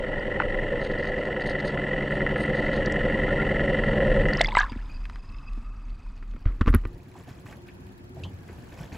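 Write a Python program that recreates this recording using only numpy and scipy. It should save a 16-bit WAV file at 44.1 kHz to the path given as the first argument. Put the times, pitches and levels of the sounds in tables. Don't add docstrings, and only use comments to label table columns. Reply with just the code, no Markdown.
import sys
import numpy as np
from scipy import signal
from scipy.fft import rfft, irfft
from scipy.io import wavfile

SR = 44100
rng = np.random.default_rng(int(sys.argv[2]) if len(sys.argv) > 2 else 0)


def dump_mix(stems):
    frames = np.atleast_2d(stems).T
    limited = np.clip(frames, -1, 1)
    pcm = np.round(limited * 32767).astype(np.int16)
    wavfile.write(sys.argv[1], SR, pcm)


N = 395577
TIME = np.arange(N) / SR
BINS = np.fft.rfftfreq(N, 1 / SR)


def amp(db):
    return 10 ** (np.asarray(db) / 20)


def evened(x):
    return x / np.sqrt(np.mean(x ** 2) + 1e-20)


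def curve(rows, column=1):
    rows = np.array(rows)
    return np.interp(TIME, rows[:, 0], rows[:, column])


def fade(start, end):
    return np.clip((TIME - start) / (end - start), 0, 1)


def since(s):
    return np.maximum(TIME - s, 0)


def add(mix, s, sound):
    part = mix[round(s * SR):][:len(sound)]
    part += sound[:len(part)]


def shape(points):
    hz, db = np.transpose(points)
    return amp(np.interp(np.log(BINS + 1), np.log(hz), db))


def body(points, modes):
    power = sum(amp(db) ** 2 / (1 + ((BINS - hz) / width) ** 2 * 2) ** 3 for hz, width, db in modes)
    return np.sqrt(power + (shape(points) ** 2 if points else 0))


def causal(gain):
    lag = np.arange(N)
    cepstrum = irfft(np.log(gain + 1e-5), N)
    return np.exp(rfft(cepstrum * np.where(lag == 0, 1, 2 * (lag < N / 2))))


def colour(x, gain):
    return evened(irfft(rfft(x) * gain, N))


def noise():
    return rng.standard_normal(N)


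def drift(hz):
    return colour(noise(), np.exp(-(BINS / hz) ** 2))


def grains(per_s, spread_db):
    size = amp(spread_db * np.minimum(rng.exponential(1, N), 4))
    return evened(noise() * (rng.random(N) < per_s / SR) * size)


def cloud(per_s, spread_db, count=30):
    out = np.zeros(N)
    for hz in np.geomspace(650, 11000, count) * rng.uniform(.96, 1.04, count):
        turns = np.arange(int(40 * SR / hz)) * hz / SR
        swell = np.exp(-turns / 5) * (1 - np.exp(-turns))
        bubble = np.sin(2 * np.pi * turns * (1 + 0.0032 * turns)) * swell
        out += hz * signal.oaconvolve(grains(per_s, spread_db), bubble)[:N]
    return evened(out)


def swells(rows, rise_s, t60):
    power = np.zeros(N)
    for s, length, db in rows:
        rise = np.minimum(since(s) / rise_s, 1)
        power += (rise * amp(db - 60 * np.minimum(since(s + length) / t60, 3))) ** 2
    return np.sqrt(power)


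def rings(rows, rise, attack_s):
    out = np.zeros(N)
    for s, db, hz, t60 in rows:
        t = np.arange(int(1.3 * t60 * SR)) / SR
        turns = np.cumsum(hz * (1 + rise * t / t60)) / SR
        swell = (1 - np.exp(-t / attack_s)) * amp(-60 * t / t60)
        add(out, s, amp(db) * swell / swell.max() * np.sin(2 * np.pi * turns))
    return out


def bursts(rows, t60, width, order=1):
    out, t = np.zeros(N), np.arange(SR // 2) / SR
    for s, db, hz in rows:
        edges = np.minimum([hz / (1 + width), hz * (1 + width)], [SR / 3, SR / 2 - 1000])
        band = signal.butter(order, edges, "band", fs=SR, output="sos")
        puff = evened(signal.sosfilt(band, rng.standard_normal(len(t))))
        add(out, s, amp(db) * puff * amp(-60 * t / t60) / 2)
    return out


def whine(hz, width_hz):
    angle = 2 * np.pi * np.cumsum(hz) / SR
    return drift(width_hz) * np.cos(angle) + drift(width_hz) * np.sin(angle)


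def strokes(turns, rows, rest_db):
    power = amp(rest_db) ** 2
    for place, db, length in rows:
        away = (turns - place + .5) % 1 - .5
        power = power + amp(db) ** 2 * np.exp(-.5 * (away / length) ** 2)
    return np.sqrt(power)


def churn(turns, steady_hz, size=4096):
    pattern = evened(irfft(np.exp(2j * np.pi * rng.random(size // 2 + 1))))
    repeats = .85 / (1 + (BINS / steady_hz) ** 4)
    locked = np.interp(turns % 1 * size, np.arange(size), pattern)
    return irfft(rfft(locked) * np.sqrt(repeats) + rfft(noise()) * np.sqrt(1 - repeats), N)


# (time [s], four-stroke cycles per second [1/s])
ENGINE_SPEED = [(0.0, 10.7), (0.5, 11.057), (1.1, 10.931), (1.5, 10.664), (1.85, 10.506), (2.15, 10.515),
                (2.55, 10.779), (3.1, 10.919), (3.6, 10.796), (4.5, 10.633)]


def engine_turns():
    return np.cumsum(curve(ENGINE_SPEED)) / SR + .069


# (multiple of the cycle rate, level before the pipe's lift [dB])
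EXHAUST_NOTES = [(2, -10.5), (3, -10.5), (6, -9.5), (7, -15.5), (8, -14.5), (9, -19.5), (10, -18.5),
                 (12, -8.5), (13, -12.5), (14, -5.5), (15, -15.5), (17, -13), (18, -14), (19, -7.5),
                 (20, -5.5), (21, -13.5), (26, -13.5), (27, -18.5), (28, -10.5), (29, -20.5), (30, -16.5),
                 (34, -11.5), (35, -18.5), (36, -7.5), (37, -19.5), (38, -16.5)]
PIPE_HZ, PIPE_WIDTH_HZ, PIPE_LIFT_DB = 145.9, 2.5, 7
NOTES_PLACE, NOTES_SCATTER = 0.049, .55


def notes(turns):
    speed, out = curve(ENGINE_SPEED), np.zeros(N)
    for multiple, db in EXHAUST_NOTES:
        k = round(multiple)
        lift_db = PIPE_LIFT_DB / (1 + ((k * speed - PIPE_HZ) / PIPE_WIDTH_HZ) ** 2)
        angle = 2 * np.pi * (k * (turns - NOTES_PLACE) + NOTES_SCATTER * rng.random())
        out += amp(db + lift_db + 0.24 * drift(hz=5.1)) * np.sqrt(2) * np.cos(angle)
    return out


# (time [s], level [dB])
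NEARNESS = [(0, -4.5), (.5, -3.5), (1.3, -3.5), (2.2, -1), (3.4, 0.36), (4.2, 1)]
# (place in the cycle [0-1], level [dB], length [cycles])
PUFFS = [(.03, -1.5, 0.04), (0.148, 3, 0.025), (.28, -1.5, 0.055), (0.521, 1, .04), (.73, -4, 0.097),
         (.92, 0.5, 0.037)]
# (frequency [Hz], gain [dB])
EXHAUST_COLOUR = [(40, -28), (70, -13.5), (130, -3), (420, -8.5), (650, -6), (780, -9), (920, -13.5),
                  (1060, -12.5), (1160, -28), (1500, -77), (6000, -110)]
# (frequency [Hz], width [Hz], gain [dB])
EXHAUST_MODES = [(147, 18, -8.5), (204, 53, -8), (290, 200, -6), (383, 45, -16.5)]
# (frequency [Hz], width [Hz], gain [dB])
BURBLE_MODES = [(504, 74, 1.4), (540.4, 46, 0.8), (584.6, 52, -2)]
# (time [s], level [dB])
BURBLE_DB = [(0, -34.5), (.7, -31.5), (1.8, -35), (2.4, -32), (3.7, -28.5), (4.15, -25), (4.35, -31)]
PUFF_DB = -0.5
CHUG_DB, FIRING_DB = -32, -37.5
CHUG_GROWTH, BASS_GROWTH, FIRING_GROWTH, BASS_HZ = 0.93, 2.38, 3.3, 255
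EXHAUST_LOST_S, EXHAUST_FALL_DB_PER_S = 4.312, 88


def exhaust(turns):
    puffs = evened(strokes(turns, PUFFS, rest_db=-6) * amp(.7 * drift(hz=15)))
    breath = colour(noise() * puffs, body(EXHAUST_COLOUR, EXHAUST_MODES))
    chug = amp(PUFF_DB) * breath + notes(turns)
    bass = irfft(rfft(chug) / (1 + (BINS / BASS_HZ) ** 10), N)
    surge = amp(2.2 * np.cos(2 * np.pi * (turns - .17)) + 0.41 * np.cos(4 * np.pi * turns))
    burble = colour(churn(turns, steady_hz=403) * surge, body(None, BURBLE_MODES))
    firing = np.sqrt(2) * np.sin(8 * np.pi * turns)
    near_db = curve(NEARNESS)
    near_chug = amp(BASS_GROWTH * near_db) * bass + amp(CHUG_GROWTH * near_db) * (chug - bass)
    sound = amp(CHUG_DB) * near_chug + amp(curve(BURBLE_DB)) * burble
    sound = sound + amp(FIRING_DB + FIRING_GROWTH * near_db) * firing
    return amp(-EXHAUST_FALL_DB_PER_S * since(EXHAUST_LOST_S)) * sound


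# (place in the cycle [0-1], level [dB], length [cycles])
RATTLES = [(.01, 0.5, 0.02204), (.09, -2, 0.02815), (.33, -2, 0.03), (.385, -4, 0.0251), (.49, 1, 0.02054),
           (.58, 0, 0.0301), (.78, 1, .026), (.86, -7, .035), (.965, 0.5, 0.0189)]
# (frequency [Hz], gain [dB])
GEAR_COLOUR = [(500, -27), (1200, -25.5), (2300, -20), (3300, -34), (4000, -30.5), (5000, -45.5),
               (8700, -45.5), (14000, -100)]
# (frequency [Hz], width [Hz], gain [dB])
GEAR_MODES = [(1309, 67, -7.5), (1411, 186, -7), (1718, 95, -1.5), (1844, 130, 1), (1975, 121, 2.5),
              (2887, 650, -15.5)]
# (frequency [Hz], gain [dB])
PROPELLER_COLOUR = [(1500, -34.5), (3500, 1.5), (4100, -3), (4250, -11.5), (4550, 8), (4950, -30),
                    (5400, 1), (6000, -17), (6500, -13), (8700, -8.5), (9800, -28.5), (11000, -22.5),
                    (13500, -49.5), (15500, -72)]
# (time [s], length [s], level [dB])
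SINGING = [(3.29, 0.019, -34.5), (3.385, 0.022, -34)]
# (time [s], peak [dB])
CLACKS = [(0.899, -28), (1.364, -24), (1.775, -19), (2.107, -21.5), (2.206, -18), (2.265, -15.5),
          (2.36, -16.5), (3.595, -17), (3.837, -17.5), (4.004, -18), (4.255, -17.5), (4.286, -18)]
GEAR_DB, WHIRR_DB, PROPELLER_DB = -31, -48, -61.5
KNOCK_DB, LOOSE_DB = -6, -2.5
SLACK_S, SLACK_DB = .009, -9
GEARS_LOST_S, GEARS_FALL_DB_PER_S = 4.41, 250


def gears(turns):
    case = body(GEAR_COLOUR, GEAR_MODES)
    loose = colour(noise() * strokes(turns, RATTLES, rest_db=-10), causal(case))
    firing_db = 1.4 * np.cos(8 * np.pi * (turns - .085))
    mesh = evened(amp(firing_db - 1.2 * np.cos(4 * np.pi * (turns - .2))))
    slack = amp(SLACK_DB * sum(np.exp(-((TIME - s) / SLACK_S + 1) ** 2) for s, _ in CLACKS))
    teeth = amp(KNOCK_DB) * knocks(turns) + amp(LOOSE_DB) * loose
    rattle = amp(GEAR_DB) * mesh * slack * teeth
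    whirr = amp(WHIRR_DB) * colour(noise(), body(None, [(2886, 520, 0)]))
    propeller = amp(PROPELLER_DB) * colour(noise(), shape(PROPELLER_COLOUR))
    singing = swells(SINGING, rise_s=0.0054, t60=.08) * whine(np.full(N, 1410), width_hz=37)
    near = amp(curve(NEARNESS) - GEARS_FALL_DB_PER_S * since(GEARS_LOST_S))
    return near * (rattle + whirr + propeller) + clacks(case) + singing


KNOCK_HZ, KNOCK_SPREAD_HZ, KNOCK_T60 = 1948, 60, 0.03


def knocks(turns):
    cycles, rows = np.arange(int(turns[-1])), []
    for place, db, length in RATTLES:
        late, size, detune = rng.standard_normal((len(cycles), 3)).T
        times = np.interp(cycles + place + length * (0.452 * late - .7), turns, TIME)
        for s, a, b in zip(times, size, detune):
            rows.append((s, db + 1.8 * min(a, 1.5), KNOCK_HZ + KNOCK_SPREAD_HZ * b, KNOCK_T60))
    return evened(rings(rows, rise=-.03, attack_s=0.0036))


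CLACK_TOP_HZ = 3200


def clacks(case):
    dull = case / (1 + (BINS / CLACK_TOP_HZ) ** 6)
    out, ring = np.zeros(N), irfft(causal(dull), N)[:SR // 20]
    for s, db in CLACKS:
        add(out, s, amp(db) * ring / abs(ring).max())
    return out


# (time [s], level [dB])
FLOW_DB = [(0, -37), (.5, -33), (1.1, -34), (1.7, -40), (2.4, -40.5), (3, -30.5), (3.8, -36), (4.2, -24),
           (4.4, -36)]
# (frequency [Hz], gain [dB])
FLOW_COLOUR = [(8, -26), (20, -3.5), (32, 5.5), (50, -15.5), (100, -9.5), (200, -21.5), (500, -68),
               (3000, -130)]
# (frequency [Hz], gain [dB])
FIZZ_COLOUR = [(2500, -15.5), (3800, 11.5), (4500, 11), (5600, -8.5), (6600, -0.5), (7600, -26.5),
               (8800, 2.5), (9900, -38), (10800, -11.5), (13000, -39.5), (14000, -34), (15500, -74)]
# (time [s], length [s], level [dB], extra level of the top [dB])
FLURRIES = [(0.801, 0.11, -55, -4), (0.982, 0.11, -54.5, -7), (1.157, 0.039, -58, -10),
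            (1.223, 0.064, -61, -2), (1.399, 0.026, -53, -3), (1.453, 0.059, -47, 0.5),
            (1.59, 0.014, -53, -10), (1.644, 0.037, -47.5, 0), (2.099, 0.051, -60, 8.5),
            (2.368, 0.085, -54, 10.5), (2.533, 0.16, -55, -2), (2.716, 0.077, -53, -6)]
# (time [s], nominal level [dB], centre [Hz])
POPS = [(.913, -44, 4500), (.986, -42, 4500), (1.034, -42, 4500), (1.073, -42, 4400), (1.185, -48, 4400),
        (1.42, -40, 4400), (1.464, -43, 4600), (1.496, -33, 4400), (1.513, -38, 4300), (1.601, -40, 4500),
        (1.679, -31.5, 4450), (2.55, -43, 4500), (2.742, -44, 4370)]
FIZZ_TOP_HZ = 7800


def water():
    flow = amp(curve(FLOW_DB) - 60 * since(GEARS_LOST_S)) * colour(noise(), shape(FLOW_COLOUR))
    clumps = grains(per_s=1100, spread_db=2) * amp(4.5 * drift(hz=70))
    crackle = colour(clumps, shape(FIZZ_COLOUR))
    top = irfft(rfft(crackle) * (BINS > FIZZ_TOP_HZ), N)
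    coarse = swells([row[:3] for row in FLURRIES], rise_s=0.0074, t60=0.11)
    fine_rows = [(s, length, db + top_db) for s, length, db, top_db in FLURRIES]
    fine = swells(fine_rows, rise_s=.012, t60=.07)
    pops = bursts(POPS, t60=0.038, width=0.099, order=2)
    return flow + coarse * (crackle - top) + fine * top + pops


# (time [s], nominal peak [dB], first pitch [Hz], t60 [s])
BUBBLES = [(.197, -43, 4740, 0.0097), (4.335, -26, 4500, 0.0068), (4.372, -24.5, 5160, 0.0067),
           (4.383, -32, 1990, 0.014), (4.395, -27, 4000, .012), (4.4085, -11.5, 672, 0.039),
           (4.412, -5.5, 2036, 0.01), (4.4125, -15, 3470, 0.017), (4.4455, -17.5, 2050, 0.039),
           (4.446, -27.5, 4670, 0.0099), (4.459, -23, 3410, 0.017), (4.471, -28, 4900, 0.0079),
           (4.484, -25, 846, 0.07), (4.487, -21, 2580, 0.009), (4.509, -34, 3400, 0.012),
           (4.5525, -16, 2030, 0.038), (4.565, -33, 7800, 0.007), (4.5698, -13.5, 2160, 0.016),
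           (4.5705, -7, 976, 0.039), (4.576, -14, 1630, 0.026), (4.582, -31, 7750, 0.0052),
           (4.591, -13, 1610, 0.034), (4.601, -24.5, 6000, 0.0056), (4.6055, -15, 1660, 0.039),
           (4.607, -17.5, 1210, 0.052), (4.628, -24.5, 1075, 0.059), (4.664, -34, 1300, 0.039),
           (4.697, -46, 4800, 0.075)]
# (time [s], nominal level [dB], centre [Hz])
WET_KNOCKS = [(.4005, -5, 1580), (.401, -6, 900), (.4195, -7.5, 1260), (.4195, -17.5, 2000),
              (2.86, -23.5, 4520), (2.922, -29, 6500), (4.284, -38, 6000), (4.4085, -14.5, 3030),
              (4.411, -9.5, 820), (4.4125, -8.5, 3970), (4.413, -17.5, 7500), (4.439, -30, 5230),
              (4.488, -25, 3160), (4.5505, -2.5, 965), (4.55, -21, 3680), (4.577, -41, 4970),
              (4.593, -30, 3730), (4.601, -40, 5800), (4.61, -11, 1750)]
# (time [s], nominal level [dB], centre [Hz])
LIGHT_TICKS = [(4.72, -27, 1580), (5.054, -29, 1870), (5.098, -28, 1480), (5.158, -29.5, 1550),
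               (5.384, -45, 2550), (5.533, -44, 3460), (5.896, -52, 3000), (6.177, -48, 3020),
               (6.312, -52, 4200)]
# (time [s], nominal level [dB])
DRY_TICKS = [(6.6775, -33), (6.6935, -35), (6.704, -23), (6.7479, -7), (6.764, -31)]
SEAL_HZ, DRY_TICK_HZ = 8500, 11100


def housing():
    bubbles = rings(BUBBLES, rise=0.044, attack_s=0.00016) * amp(2 * drift(hz=246))
    wet_knocks = bursts(WET_KNOCKS, t60=0.015, width=0.27, order=3)
    seal = signal.butter(4, SEAL_HZ, fs=SR, output="sos")
    wet = signal.sosfilt(seal, bubbles + wet_knocks)
    light_ticks = bursts(LIGHT_TICKS, t60=0.015, width=0.51, order=2)
    dry_rows = [(s, db, DRY_TICK_HZ) for s, db in DRY_TICKS]
    dry_ticks = bursts(dry_rows, t60=0.0024, width=0.21, order=3)
    return wet + froth() + light_ticks + bumps() + dry_ticks + thuds()


# (frequency [Hz], gain [dB])
FROTH_COLOUR = [(500, -31), (950, 4.5), (1700, 1), (2900, -7.5), (4200, -11), (6000, -23.5), (8000, -23.5),
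                (10000, -41.5), (14000, -69)]
# (time [s], length [s], level [dB])
GUSHES = [(4.37, 0.26, -43), (4.563, 0.037, -25), (4.62, 0.036, -60)]
FROTH_TAIL_DB, FROTH_TAIL_T60, FROTH_TAIL_HZ = -14.5, 0.88, 2600


def froth():
    foam = colour(cloud(per_s=100, spread_db=5.5), shape(FROTH_COLOUR))
    late = colour(foam, 1 / np.hypot(1, BINS / FROTH_TAIL_HZ))
    gush = swells(GUSHES, rise_s=0.0027, t60=0.14)
    tail = swells(GUSHES, rise_s=0.031, t60=FROTH_TAIL_T60)
    return gush * foam + amp(FROTH_TAIL_DB) * tail * late


# (time [s], nominal level [dB], t60 [s])
BUMPS = [(6.226, -32.5, 0.035), (6.337, -38, 0.03), (6.362, -37, 0.051), (6.456, -24, 0.025),
         (6.466, -34.5, 0.27), (6.611, -8.5, 0.033), (6.661, -19, 0.023), (6.671, -16, 0.016),
         (6.677, -11, 0.072), (6.728, -27, 0.115), (6.74, -9.5, 0.021), (6.746, -11.5, 0.048),
         (6.784, -35, .025), (6.837, -32, 0.017), (6.853, -16, 0.012)]
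# (frequency [Hz], gain [dB])
CASE_COLOUR = [(100, 2.5), (250, 16.5), (420, 6), (750, -8), (1200, 5.5), (2200, -5), (3500, -17.5),
               (5000, -25.5), (8000, -38), (15000, -62)]
# (frequency [Hz], width [Hz], gain [dB])
CASE_MODES = [(1245, 260, 3), (1870, 200, 1), (2900, 610, -13)]
CASE_RING_DB = -33


def bumps():
    drive, t = np.zeros(N), np.arange(SR // 4) / SR
    for s, db, t60 in BUMPS:
        add(drive, s, amp(db - 60 * t / t60) * rng.standard_normal(len(t)) / 2)
    scuffs = irfft(rfft(drive) * evened(shape(CASE_COLOUR)), N)
    tail = swells([(s, 0, db + CASE_RING_DB) for s, db, _ in BUMPS], rise_s=.003, t60=0.14)
    return scuffs + tail * colour(noise(), body(None, CASE_MODES))


# (time [s], level [dB], hardness [dB per octave])
THUDS = [(4.718, -34, 10), (4.76, -34, 10.5), (5.576, -46.5, 13), (6.347, -44.5, 11.5), (6.459, -17, -0.5),
         (6.61, -15, 7.5), (6.674, -16.5, -2), (6.7, -18.5, 3.5), (6.741, -16, 8.5), (6.754, -15, 4),
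         (6.853, -27.5, 5)]
# (first pitch [Hz], level [dB], t60 [s])
SHUDDER_MODES = [(41, 2.5, 0.31), (79, 4, 0.063), (242.6, -11, 0.033)]


def thuds():
    rows, middle_hz = [], SHUDDER_MODES[1][0]
    for s, db, hardness in THUDS:
        for hz, mode_db, t60 in SHUDDER_MODES:
            rows.append((s, db + mode_db + hardness * np.log2(hz / middle_hz), hz, t60))
    return rings(rows, rise=-0.12, attack_s=0.0024)


# (frequency [Hz], gain [dB])
POLE_COLOUR = [(10, -26), (22, -10.5), (36, 9.5), (43, 3), (52, -10), (110, -17.5), (165, -26.5),
               (240, -21), (330, -33.5), (600, -48), (4000, -110)]
# (frequency [Hz], gain [dB])
DRAIN_COLOUR = [(200, -5), (500, -6), (1000, -1), (1500, -5), (2000, -7.5), (3300, -15), (4400, -17),
                (6200, -22.5), (9000, -26.5), (10000, -35), (13000, -35), (15500, -77.5)]
# (time [s], pitch [Hz], level [dB])
HOLLOW_WHINE = [(4.5, 944, -76), (4.7, 972, -64), (5.1, 1043, -71), (5.4, 1164, -58.5), (5.7, 1246, -60.5),
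                (5.9, 1220, -67), (6.5, 1184, -71)]
SETTLE_FROM_S = 4.03
POLE_HUM_DB, POLE_FALL_DB_PER_S, DRAINING_DB, DRAIN_FALL_DB_PER_S = -30, 2.5, -53, 4


def in_air(turns):
    settling_s = since(SETTLE_FROM_S)
    pole = amp(POLE_HUM_DB - POLE_FALL_DB_PER_S * settling_s) * colour(noise(), shape(POLE_COLOUR))
    trickle = noise() * amp(1.7 * drift(hz=50.8)) + 0.56 * cloud(per_s=45, spread_db=4.0)
    drain_db = DRAINING_DB - DRAIN_FALL_DB_PER_S * settling_s
    draining = amp(drain_db) * colour(trickle, shape(DRAIN_COLOUR))
    hollow = amp(curve(HOLLOW_WHINE, column=2)) * whine(curve(HOLLOW_WHINE), width_hz=140)
    return fade(4.38, 4.435) * fade(7.02, 6.82) * (pole + draining + hollow + thin_whine(turns))


# (time [s], pitch [Hz], level [dB], pitch of its upper partner [Hz], level of that partner [dB])
THIN_WHINE = [(4.6, 2540, -73, 4880, -72), (4.8, 2520, -72, 4950, -71), (4.9, 2530, -58.5, 4860, -63.5),
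              (5.2, 2590, -66, 4940, -67), (5.52, 2580, -61.5, 4950, -71), (5.68, 2590, -64.5, 4760, -74.5),
              (6.2, 2525, -70.5, 4660, -77), (6.8, 2550, -76, 4620, -85)]


def thin_whine(turns):
    firing_db = 4 * np.cos(8 * np.pi * (turns - .085))
    crank_db = -5 * np.cos(4 * np.pi * (turns - .2))
    pulse = evened(strokes(turns, RATTLES, rest_db=-20) * amp(3 * drift(hz=25) + firing_db + crank_db))
    lower_hz = curve(THIN_WHINE) + 20 * drift(hz=20)
    upper_hz = curve(THIN_WHINE, column=3) + 55 * drift(hz=30)
    lower = amp(curve(THIN_WHINE, column=2)) * whine(lower_hz, width_hz=85)
    upper = amp(curve(THIN_WHINE, column=4)) * whine(upper_hz, width_hz=170)
    return pulse * (lower + upper)


# (time [s], length [s], wash level [dB], spray level [dB])
WAVELETS = [(7.158, 0.052, -46.5, -54.5), (7.27, 0.035, -59, -49.5), (7.453, 0.072, -47, -50),
            (7.66, 0.016, -58, -56), (8.15, 0.11, -40.5, -57), (8.298, 0.022, -45, -63),
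            (8.466, 0.065, -47, -56), (8.574, .02, -46, -62), (8.714, .015, -46, -51),
            (8.767, 0.079, -42.5, -48), (8.918, .06, -40.5, -47.5)]
# (frequency [Hz], gain [dB])
WASH_COLOUR = [(12, -60), (20, -43), (54, 0), (73, 1), (91, 5), (233, -6.5), (354, -11.5), (416, -15),
               (1010, -25), (1190, -64.5), (1500, -45.5), (1950, -52), (3300, -120)]
# (time [s], level [dB])
SPRAY_DB = [(6.9, -61), (7.4, -59.5), (8.1, -63), (8.35, -61.5), (8.7, -56), (8.97, -55.5)]
# (frequency [Hz], gain [dB])
SPRAY_COLOUR = [(500, 11), (1000, 5.5), (1300, 1), (1900, 1.5), (2600, -2), (4000, -8.5), (7800, -12),
                (9000, -30), (10200, -13.5), (12300, -16), (13200, -30), (14500, -12), (15700, -22)]
# (time [s], nominal level [dB], centre [Hz])
SLAPS_AND_ONSET = [(7.15, -39.5, 860), (7.3, -50, 1310), (7.525, -41, 1880), (7.685, -41, 2140),
                   (8.165, -35, 660), (8.2355, -40.5, 3540), (8.2355, -50, 6000), (8.25, -38, 875),
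                   (8.245, -58, 1490), (8.485, -43, 1790), (8.495, -32.5, 420), (8.805, -34, 590),
                   (8.917, -40, 2110), (8.937, -55, 3050)]
# (time [s], peak [dB], first pitch [Hz], t60 [s])
PLOPS = [(7.31, -31.5, 120.7, 0.038), (8.17, -36.5, 129, 0.22), (8.225, -31.5, 90, 0.36),
         (8.335, -37, 91.5, 0.25), (8.805, -30, 155, 0.042)]
# (frequency [Hz], amplitude before a 1.5 dB cut and the waver [dB])
HUM = [(100, -62), (199.2, -62.5), (349.9, -61), (369, -61.5), (465, -71)]
# (time [s], level [dB])
BREEZE_DB = [(6.9, -62.5), (7.4, -58.5), (7.62, -67), (7.85, -57.5), (8.12, -65.5), (8.35, -56.5),
             (8.7, -56), (8.97, -67)]
# (frequency [Hz], gain [dB])
BREEZE_COLOUR = [(300, 15.5), (1000, -4), (1300, 1), (1750, 7), (2100, -7), (2550, 1.5), (3300, -14),
                 (7500, -13), (9000, -29), (11000, -15), (13200, -26), (15000, -19)]
WASH_DB = -47.5
WAVELET_RISE_S, WAVELET_T60 = 0.0096, 0.22


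def deck():
    push = swells([(s, length, db) for s, length, db, _ in WAVELETS], WAVELET_RISE_S, WAVELET_T60)
    splash = swells([(s, length, db) for s, length, _, db in WAVELETS], WAVELET_RISE_S, WAVELET_T60)
    rough = noise() * amp(2.0 * drift(hz=25))
    wash = np.hypot(amp(WASH_DB), push) * colour(rough, shape(WASH_COLOUR))
    droplets = noise() + cloud(per_s=70, spread_db=2.5)
    spray = np.hypot(amp(curve(SPRAY_DB)), splash) * colour(droplets, shape(SPRAY_COLOUR))
    breeze = amp(curve(BREEZE_DB)) * colour(noise(), shape(BREEZE_COLOUR))
    clock = TIME + np.cumsum(0.0032 * drift(hz=8.4)) / SR
    hum = np.zeros(N)
    for hz, db in HUM:
        hum += amp(db - 1.5) * amp(6.1 * drift(hz=5.3)) * np.sin(2 * np.pi * hz * clock)
    slaps_and_onset = bursts(SLAPS_AND_ONSET, t60=0.088, width=0.28, order=3)
    plops = rings(PLOPS, rise=0.019, attack_s=0.0031)
    steady = wash + spray + breeze + hum + chuffs() + ratchet()
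    return fade(6.07, 7.02) * steady + slaps_and_onset + plops + squeak()


# (time [s], pitch [Hz], level [dB])
SQUEAK = [(8.236, 2810, -41), (8.241, 2900, -43), (8.25, 3100, -54), (8.272, 3160, -58), (8.31, 3050, -73),
          (8.36, 3000, -100)]


def squeak():
    level = (TIME > SQUEAK[0][0]) * amp(curve(SQUEAK, column=2))
    return level * whine(curve(SQUEAK), width_hz=380)


# (time [s], clicks per second [1/s])
RATCHET_RATE = [(6.2, 19), (7, 19), (7.9, 17), (8.3, 21.5), (8.97, 17.5)]
# (frequency [Hz], gain [dB])
RATCHET_COLOUR = [(2000, -30), (4000, 4), (5200, 0), (6000, -10), (8000, -5), (9000, -13), (10500, -0.5),
                  (12200, -3), (13200, -19), (14800, -1), (15700, 0.5)]
RATCHET_DB, RATCHET_T60, RATCHET_UNEVEN = -60, 0.058, 0.11


def ratchet():
    rate = curve(RATCHET_RATE)
    clicks = np.cumsum(rate * (1 + RATCHET_UNEVEN * drift(hz=13))) / SR
    age_s = clicks % 1 / rate
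    level_db = RATCHET_DB + 0.45 * drift(hz=18) - 60 * age_s / RATCHET_T60
    return amp(level_db) * colour(noise(), shape(RATCHET_COLOUR))


CHUFF_FIRST_S, CHUFF_EVERY_S = 6.143, .1029
CHUFF_DB, CHUFF_HZ, CHUFF_T60 = -47, 266, 0.08


def chuffs():
    starts = np.arange(CHUFF_FIRST_S, N / SR, CHUFF_EVERY_S)
    size, detune = rng.standard_normal((len(starts), 2)).T
    rows = []
    for s, a, b in zip(starts, size, detune):
        rows.append((s, CHUFF_DB + 0.78 * a, CHUFF_HZ * (1 + 0.047 * b), CHUFF_T60))
    return rings(rows, rise=0, attack_s=.012)


def open_air():
    points = [(25, -21), (90, 3.5), (400, -3.5), (2000, -13.0), (8000, -29.0), (15000, -28)]  # [Hz], [dB]
    return amp(-54.5) * fade(6.11, 7.7) * colour(noise(), shape(points))


def scene():
    turns = engine_turns()
    mid = exhaust(turns) + gears(turns) + water() + housing() + in_air(turns) + deck()
    side = open_air()
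    return np.array([mid + side, mid - side])


def record(dry):
    ceiling = 1.1
    squashed = ceiling * np.tanh(dry / ceiling)
    low_pass = signal.firwin(511, 15750, window=("kaiser", 9), fs=SR)
    return signal.oaconvolve(squashed, low_pass[None], "same")


dry = scene()
out = record(dry)
dump_mix(out)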